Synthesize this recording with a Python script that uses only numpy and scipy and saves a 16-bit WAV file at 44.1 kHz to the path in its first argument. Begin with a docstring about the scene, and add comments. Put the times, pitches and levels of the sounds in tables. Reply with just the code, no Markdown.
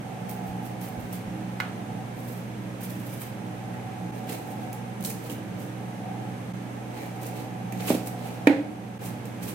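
"""Peeling green bananas

A motor hums and blows near a stone kitchen counter. Peel fibres crackle and snap under a small
knife, which clacks once in the hand. A banana is torn off the bunch with a creak and a crunch;
the bunch knocks on the cutting board, then knocks again, and tiled walls answer."""
import sys
import numpy as np
from scipy import signal
from scipy.fft import rfft, irfft, next_fast_len
from scipy.io import wavfile
from scipy.ndimage import uniform_filter1d, minimum_filter1d, map_coordinates

SR = 44100
rng = np.random.default_rng(int(sys.argv[2]) if len(sys.argv) > 2 else 0)


def dump_mix(stems):
    """Bounce the given channels to the path in sys.argv[1] as a 16-bit WAV at rate SR."""
    frames = np.atleast_2d(stems).T  # one column per channel
    limited = np.clip(frames, -1, 1)  # hard clip at full scale
    pcm = np.round(limited * 32767).astype(np.int16)
    wavfile.write(sys.argv[1], SR, pcm)


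N = 420713


def amp(db):
    """Decibels to gain."""
    return 10 ** (np.asarray(db) / 20)


def unit(x):
    """x at rms 1."""
    return x / np.sqrt(np.mean(x ** 2) + 1e-20)


def along(points, hz):
    """(f/Hz, value) points read on a log axis."""
    freqs, values = np.transpose(points)
    return np.interp(np.log(hz + 1), np.log(freqs + 1), values)


def clock(size=N):
    """Seconds at each sample."""
    return np.arange(size) / SR


def wobble(rate):
    """A smooth random curve, rate knots a second."""
    return map_coordinates(rng.standard_normal(4096), [clock() * rate + 2], mode="wrap")


def add(track, s, sound):
    """Mix a sound into the track at s seconds."""
    part = track[:, round(s * SR):][:, :sound.shape[-1]]
    part += sound[..., :part.shape[-1]]


def filtered(x, response):
    """x through a frequency response."""
    size = x.shape[-1]
    padded = next_fast_len(size + 8192)
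    return irfft(rfft(x, padded) * response(np.fft.rfftfreq(padded, 1 / SR)), padded)[..., :size]


def coloured(x, spectrum):
    """x through an EQ curve of (f/Hz, level/dB) points, at rms 1."""
    return unit(filtered(x, lambda hz: amp(along(spectrum, hz))))


def ring(modes, t):
    """Damped modes after one blow."""
    return sum(amp(db - 60 * t / t60) * np.sin(2 * np.pi * hz * t) for hz, db, t60 in modes)


def click(spectrum, size=2048):
    """The tightest causal pulse with this spectrum, at peak 1."""
    log_gain = np.log(amp(along(spectrum, np.fft.rfftfreq(size, 1 / SR))))
    causal_cepstrum = irfft(log_gain, size) * 2 * (np.arange(size) < size // 2)
    pulse = irfft(np.exp(rfft(causal_cepstrum)), size)
    return pulse / np.abs(pulse).max()


# Stereo image of the room: f/Hz, left-right correlation
STEREO_LIKENESS = [(25, .3), (60, 1), (200, 0.67), (400, 0.52), (700, .4), (1200, -0.15), (2200, 0.13),
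                   (4000, -0.012)]

def diffuse(size=N):
    """Noise from all around: centred in the bass, wide in the treble."""
    def mid_side(hz):
        angle = np.arccos(np.clip(along(STEREO_LIKENESS, hz), -1, 1)) / 2
        return np.array([np.cos(angle), np.sin(angle)])
    mid, side = filtered(rng.standard_normal((2, size)), mid_side)
    return np.array([mid + side, mid - side])


def resonant_noise(bands, size=N):
    """Diffuse noise through (f/Hz, width/Hz, level/dB) resonances, at rms 1."""
    response = lambda f: sum(amp(db) / (1 + ((f - hz) / width * 2) ** 2) for hz, width, db in bands)
    return unit(filtered(diffuse(size), response))


def burst(spectrum, t60, size):
    """A short dying puff of coloured noise."""
    return coloured(diffuse(size), spectrum) * amp(-60 * clock(size) / t60)


def scatter(x, t60):
    """Counter, basin and hands close by smear a click."""
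    spray = diffuse(2048) * amp(-60 * clock(2048) / t60)
    return signal.fftconvolve(x, spray / np.linalg.norm(spray[0]), axes=1)[:, :N]


# Decay between the tiled walls: f/Hz, t60/s
ROOM_DECAY = [(150, 0.51), (300, 0.81), (2000, 0.39), (5000, 0.46), (14000, 0.25)]

def reverb(x):
    """The kitchen's tail, each frequency dying at its own speed."""
    hz, t, noise = signal.stft(diffuse(SR // 2), SR, nperseg=256)
    decay = amp(-60 * t / along(ROOM_DECAY, hz)[:, None])
    attack = 1 - np.exp(-t / 0.0016)
    _, tail = signal.istft(noise * decay * attack, SR, nperseg=256)
    return signal.fftconvolve(x, tail / np.linalg.norm(tail[0]), axes=1)[:, :N]


def room(x, wet_db):
    """The dry sound plus its reverb send."""
    return x + amp(wet_db) * reverb(x)


# Motor tones and the room resonances they excite: f/Hz, width/Hz, level/dB
HUM_TONES = [(58, 4.1, -65.5), (106, 3, -51.5), (120.2, 0.22, -41), (120.2, 5, -56), (141.9, 2.27, -53),
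             (183.8, 1.588, -43.5), (178.7, 8.7, -46), (206.7, 4, -46.5), (238, 4, -55.5),
             (241.6, 0.35, -51), (285.5, 6.5, -52.5), (313.2, 9, -51)]

def motor():
    """Hum tones wander in phase and strength; the wider a tone, the more it flutters."""
    hum = np.zeros(N)
    for hz, width, db in HUM_TONES:
        steady = np.exp(-width / 2.2)
        depth = np.sqrt((1 - steady ** 2) / 2) * min(1, width)
        flutter = depth * (wobble(width + .5) + 1j * wobble(width + .5))
        hum += amp(db) * unit(np.real((steady + flutter) * np.exp(2j * np.pi * hz * clock())))
    return hum


# EQ of the low rush of air and of its upper hiss: f/Hz, level/dB
RUSH_EQ = [(25, -32), (42, -22), (60, -18), (90, -8.5), (130, -2.5), (210, 1.5), (320, -3.5), (390, -5),
           (520, -4), (660, -7.5), (900, -9), (1200, -26.5), (2000, -62)]
HISS_EQ = [(590, -56), (1000, 0), (1070, -4), (1330, -1.5), (1450, -5), (1620, -1.5), (1760, -4.5),
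           (2270, -5), (4810, -18.5), (6350, -17.5), (7040, -20.5), (8180, -19), (10300, -21.5),
           (12800, -22.5), (15800, -29)]
# Fader ride of the hollow whirr: t/s, level/dB
WHIRR_FADER = [(0, -45.5), (.45, -38.5), (.8, -43.5), (1.45, -48.5), (2, -43), (2.8, -65), (3.5, -45.5),
               (4.55, -41), (5.3, -52), (5.74, -50.5), (6.11, -39), (6.52, -52), (7, -43.5), (7.9, -42),
               (8.9, -45), (9.54, -52.5)]
# Resonances of the whirr and of the thin whine: f/Hz, width/Hz, level/dB
WHIRR_BANDS = [(751, 61, -2.5), (847, 26, -5.5)]
WHINE_BANDS = [(6470, 220, -2), (8400, 400, -4), (10040, 180, -4), (11400, 150, -2)]

def fan():
    """A bed of rushing air with a faint whine, and a hollow whirr that swells and fades."""
    rush = amp(-40.5 + 0.18 * wobble(3.4)) * coloured(diffuse(), RUSH_EQ)
    hiss = amp(-48 + 0.19 * wobble(2.8)) * coloured(diffuse(), HISS_EQ)
    whirr_db = np.interp(clock(), *np.transpose(WHIRR_FADER)) - 0.66
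    whirr = amp(whirr_db) * resonant_noise(WHIRR_BANDS)
    whine = amp(-65.5) * resonant_noise(WHINE_BANDS)
    return rush + hiss + whirr + whine


# Cues for the soft bumps: t/s, level/dB
BUMP_CUES = [(0.49, -28), (0.97, -33), (1.03, -38), (1.27, -28), (1.519, -39), (4.098, -38), (9.43, -32)]
# Their bass-heavy EQ: f/Hz, level/dB
BUMP_EQ = [(20, -30), (45, -12), (65, -4), (110, -8), (200, -6), (500, -45), (2000, -90)]

def bumps():
    """Soft low bumps, felt more than heard."""
    out, size = np.zeros((2, N)), SR // 3
    attack = 1 - np.exp(-clock(size) / 0.0073)
    for s, db in BUMP_CUES:
        add(out, s, amp(db + 1) * burst(BUMP_EQ, t60=0.15, size=size) * attack)
    return out


# The bunch hits the board: t/s, thud level/dB, crack level/dB, hand damping (divides the thud's t60)
KNOCK_CUES = [(5.299, -28, -57, 0.7), (5.384, -32, -60, 0.94), (7.903, -7, -35, 1.6),
              (7.908, -10, -37, 2.7), (7.9154, -15, -43, 2.2), (7.9484, -15, -52, 2.8),
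              (8.471, 0.5, -11, 0.98)]
# Body of board and counter, the board's hard top, standing waves in the room: f/Hz, level/dB, t60/s
BOARD_MODES = [(258, -36, 0.026), (293, -3, 0.12), (327, -11.5, 0.047), (434, -14, 0.042),
               (452, -16, 0.039), (498, -13, 0.091), (575, -16.5, 0.06), (630, -23, 0.078),
               (804, -26, 0.21), (894, -20.5, 0.087)]
BOARD_TOP_MODES = [(1790, -7, .025), (2030, 2, .03), (2430, -11, .035), (3030, -3, .015)]
ROOM_MODES = [(283, -19.5, 0.58), (301, -17.5, 0.54), (472, -24.5, 0.36), (535, -19, 0.33)]
# EQ of the impact's crack: f/Hz, level/dB
CRACK_EQ = [(60, -47), (300, -9), (700, 4), (1150, -7), (1750, 4), (2400, 3.5), (2750, -5), (3100, -10),
            (4100, -11.5), (5000, -21), (8000, -23), (15000, -28)]

def knocks():
    """The bunch thuds and cracks on the board; a free board rings longer, and a wall throws it back."""
    thuds, cracks, clacks = np.zeros((3, 2, N))
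    t = clock(SR // 2)
    for s, thud_db, crack_db, damping in KNOCK_CUES:
        thud = amp(thud_db) * ring([(hz, db, t60 / damping) for hz, db, t60 in BOARD_MODES], t)
        echo = amp(-1.5) * thud * (1 - np.exp(-t / 0.0035))
        boom = amp(thud_db - 2) * ring(ROOM_MODES, t) * (1 - np.exp(-t / 0.011))
        add(thuds, s, thud)
        add(thuds, s + 0.025, (echo + boom) / damping)
        add(cracks, s, amp(crack_db + 8.5) * click(CRACK_EQ))
        add(clacks, s, amp(crack_db - 12) * ring(BOARD_TOP_MODES, t))
    # soft fruit dulls the blow, and the small board radiates little bass
    thuds = signal.sosfilt(signal.butter(4, [220, 950], "bandpass", fs=SR, output="sos"), thuds)
    body = room(thuds, wet_db=-14) + clacks
    return body + amp(2.2) * scatter(cracks, t60=0.034) + amp(-2.5) * reverb(cracks)


# One clack of the knife and its rattle: t/s, level/dB
KNIFE_CUES = [(1.6016, -16.5), (1.604, -27), (1.6072, -35), (1.6086, -33)]
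# Ring of blade and handle: f/Hz, level/dB, t60/s
KNIFE_MODES = [(1090, -14, .026), (1360, -12, 0.27), (1460, -5, 0.19), (1640, -6, 0.051), (2060, 2, .04),
               (2360, -12, .04), (2820, -8, 0.021), (3850, -11, 0.037)]
# EQ of the blade's contact tick: f/Hz, level/dB
CONTACT_EQ = [(100, -47), (500, -31), (1100, 5.5), (2100, 3.5), (3000, -5), (4200, -11), (5000, -17),
              (15000, -23)]

def knife():
    """The knife clacks and rattles in the hand, each contact a tick over a short ring."""
    rings, ticks = np.zeros((2, 2, N))
    for s, db in KNIFE_CUES:
        add(rings, s, amp(db - 10) * ring(KNIFE_MODES, clock(8192)))
        add(ticks, s, amp(db + 5) * click(CONTACT_EQ))
    return room(rings, wet_db=-10) + scatter(ticks, t60=0.037) + amp(-5) * reverb(ticks)


def fibres(rate, spread_db):
    """Tiny ruptures of uneven size, about rate a second, each a grain of stereo noise."""
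    breaks = (rng.random(N) < rate / SR) * amp(spread_db * np.clip(rng.standard_normal(N), -2, 2))
    power = signal.lfilter([1], [1, -np.exp(-1 / (0.00075 * SR))], breaks ** 2)
    return np.sqrt(power) * rng.standard_normal((2, N))


# Twists of the stalk: t/s, half length/s, level/dB
CREAK_CUES = [(6.985, .02, -48), (7.045, .022, -46.5)]
# EQ of the creak: f/Hz, level/dB
CREAK_EQ = [(150, -25), (430, 7), (900, -14), (1700, -8), (2300, 4), (3200, -23), (8000, -30)]

def creaks():
    """Bananas rub together in a run of tiny slips as the stalk is twisted."""
    pressure = sum(amp(db) * np.exp(-((clock() - s) / half) ** 2 / 2) for s, half, db in CREAK_CUES)
    return room(pressure * coloured(fibres(rate=500, spread_db=4), CREAK_EQ), wet_db=-5)


def strokes(cues, swing_db=22.5):
    """Crackle and rasp envelopes: up by swing_db over the build-up, down as much over the release."""
    gains = np.zeros((2, N))
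    for s, build_up, release, crackle_db, rasp_db in cues:
        t = np.arange(-2 * build_up, 2 * release, 1 / SR)
        shape = amp(-swing_db * np.maximum(-t / build_up, t / release))
        add(gains, s - 2 * build_up, amp([[crackle_db], [rasp_db]]) * shape)
    return gains


# Cuts and tears, cued where the stalk gives: t/s, build-up/s, release/s, crackle level/dB, rasp level/dB
CUT_CUES = [(4.165, .08, .14, -57, -56), (4.296, 0.029, 0.055, -47, -41.5),
            (4.335, 0.043, 0.078, -41.5, -41), (4.5, 0.12, 0.13, -53, -61), (4.645, .12, .1, -60, -55),
            (5.05, .008, 0.077, -33.5, -47), (5.1, .06, 0.057, -46, -52), (5.27, 0.14, .05, -49, -50),
            (5.3, 0.01, 0.076, -40, -45), (5.615, .07, 0.1, -50, -54), (6.98, 0.15, .1, -57, -48.5),
            (7.04, .08, .12, -53, -55), (7.264, 0.11, 0.071, -46, -48), (7.386, 0.09, 0.1, -49.5, -46.5),
            (7.81, 0.11, .1, -53, -46.5), (7.89, 0.068, .12, -32, -32), (8.07, .02, 0.032, -41, -47),
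            (8.258, 0.14, 0.21, -50, -46), (9.06, 0.084, 0.092, -43.5, -46), (9.255, .01, 0.062, -52, -52),
            (9.43, 0.017, 0.15, -43.5, -46), (9.5, 0.13, .08, -50, -51)]
# EQ of breaking stalk fibres and of the blade rubbing through them: f/Hz, level/dB
STALK_EQ = [(2500, -22), (5500, -6), (8300, -1), (10500, -1.5), (12800, 0.5), (15500, -2.5)]
RUB_EQ = [(300, -16), (1100, 4.5), (1750, 1.5), (2300, 6), (2900, 4.5), (3400, 0.5), (4100, 2), (5000, -3),
          (6500, -5), (10000, -14)]

def cutting():
    """Stalk fibres give way in a dense crunch, and the rasping blade shakes the board under the bunch."""
    crackle_gain, rasp_gain = strokes(CUT_CUES)
    jerks = amp(1.7 * wobble(rate=83))
    crackle = amp(2) * crackle_gain * jerks * coloured(fibres(rate=2300, spread_db=4), STALK_EQ)
    rasp = amp(-1) * rasp_gain * jerks * coloured(fibres(rate=1500, spread_db=3.5), RUB_EQ)
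    board_bands = [(hz, 44, db / 2) for hz, db, _ in BOARD_MODES]
    grumble = amp(-22.5) * rasp_gain ** 0.42 * resonant_noise(board_bands)
    return room(crackle + rasp, wet_db=-5.5) + grumble


# Pushes of the knife, cued where the skin gives: t/s, build-up/s, release/s, level/dB
PEEL_CUES = [(.294, .012, 0.11, -47), (.478, 0.042, .08, -56), (.655, 0.061, 0.063, -52),
             (.814, .012, .14, -46.5), (1.005, 0.043, .16, -57), (1.132, 0.031, 0.073, -43.5),
             (2.179, .04, 0.22, -56.5), (2.3, .1, .1, -55), (2.39, .08, 0.07, -54),
             (2.81, 0.012, 0.06, -48), (2.847, 0.054, 0.061, -47.5), (2.905, 0.018, .05, -51),
             (3, .1, .2, -55), (3.135, 0.12, 0.12, -50), (3.216, .03, 0.094, -47)]
# EQ of the crisp skin and of the duller flesh: f/Hz, level/dB
SKIN_EQ = [(2500, -33), (6000, -17), (8500, -4), (10500, -5), (12800, 1), (15500, -3.5)]
FLESH_EQ = [(300, -29), (1100, 2), (2300, 2), (3300, 1), (4100, -2), (5200, -1), (6500, -2), (10000, -11.5)]

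def peeling():
    """Tough skin gives way in jerks, crackling brightly, while the blade rasps through the flesh."""
    skin, flesh = strokes([(s, build_up, release, db, db) for s, build_up, release, db in PEEL_CUES])
    jerks = amp(2.5 * wobble(rate=70))
    crackle = amp(4) * skin * jerks * coloured(fibres(rate=800, spread_db=1.5), SKIN_EQ)
    rasp = amp(-2) * flesh * jerks * coloured(fibres(rate=1800, spread_db=3.5), FLESH_EQ)
    return room(crackle + rasp, wet_db=-3)


# Thick fibres snapping: t/s, level/dB, pop level offset/dB, pop f/Hz
SNAP_CUES = [(3.741, -44.5, 10, 1930), (4.7297, -26, -20, 2360), (5.008, -30, -19, 2720),
             (5.026, -30, -16, 4460), (5.039, -25, -16, 2200), (5.049, -20, -12, 4160),
             (5.1039, -22, -15.5, 2350), (5.2979, -36.5, 1, 2960), (7.233, -32, -24, 2080),
             (7.267, -28, -22, 2030), (7.7239, -28.5, -8, 2200), (7.8224, -33, -3, 2230),
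             (8.073, -24, -27, 2160), (9.255, -33, -23, 2200)]

def snaps():
    """Thick fibres part with a sharp tick and a tiny pop: singly, and whenever the skin gives."""
    out, size = np.zeros((2, N)), SR // 20
    skin_snaps = [(s, db + 5, -13, 2250) for s, _, _, db in PEEL_CUES]
    pop_decay = amp(-60 * clock(size) / 0.028)
    for s, db, pop_db, hz in SNAP_CUES + skin_snaps:
        tick = burst(STALK_EQ, t60=0.016, size=size)
        pop = resonant_noise([(hz, 0.26 * hz, 0)], size) * pop_decay
        add(out, s, amp(db - 5) * tick + amp(db + pop_db) * pop)
    return room(out, wet_db=-2)


def scene():
    """The motor and air bed under the handwork, all panned a little right."""
    bed = motor() * amp([[-1.7], [1.4]]) + fan() * amp([[-1.1], [1.1]])
    handwork = peeling() + cutting() + creaks() + snaps() + knife() + knocks() + bumps()
    return bed + handwork * amp([[-1.9], [1.5]])


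def gain_control(x, ceiling_db, hold_s):
    """A loud peak ducks the gain, and it stays down for a moment."""
    level = np.sqrt(np.abs(uniform_filter1d(np.mean(x ** 2, axis=0), SR // 100)))
    needed = np.minimum(1, amp(ceiling_db) / (level + 1e-9))
    size = int(hold_s * SR) | 1
    held = minimum_filter1d(needed, size, origin=size // 2)
    return x * uniform_filter1d(held, SR // 200)


# Brief dips in the whole mix: t/s, level/dB
LEVEL_DIPS = [(4.116, -8), (6.53, -11), (8.986, -12)]

def record(dry):
    """Master chain: gain control, three brief dips, soft clipping and a high cut."""
    dip_db = sum(db * np.exp(-((clock() - s) / 0.0048) ** 2) for s, db in LEVEL_DIPS)
    ducked = gain_control(dry, ceiling_db=-8.5, hold_s=0.53) * amp(dip_db)
    clipped = ducked / (1 + ducked ** 6) ** (1 / 6)
    return filtered(clipped, lambda hz: hz < 15900)


dry = scene()
out = record(dry)
dump_mix(out)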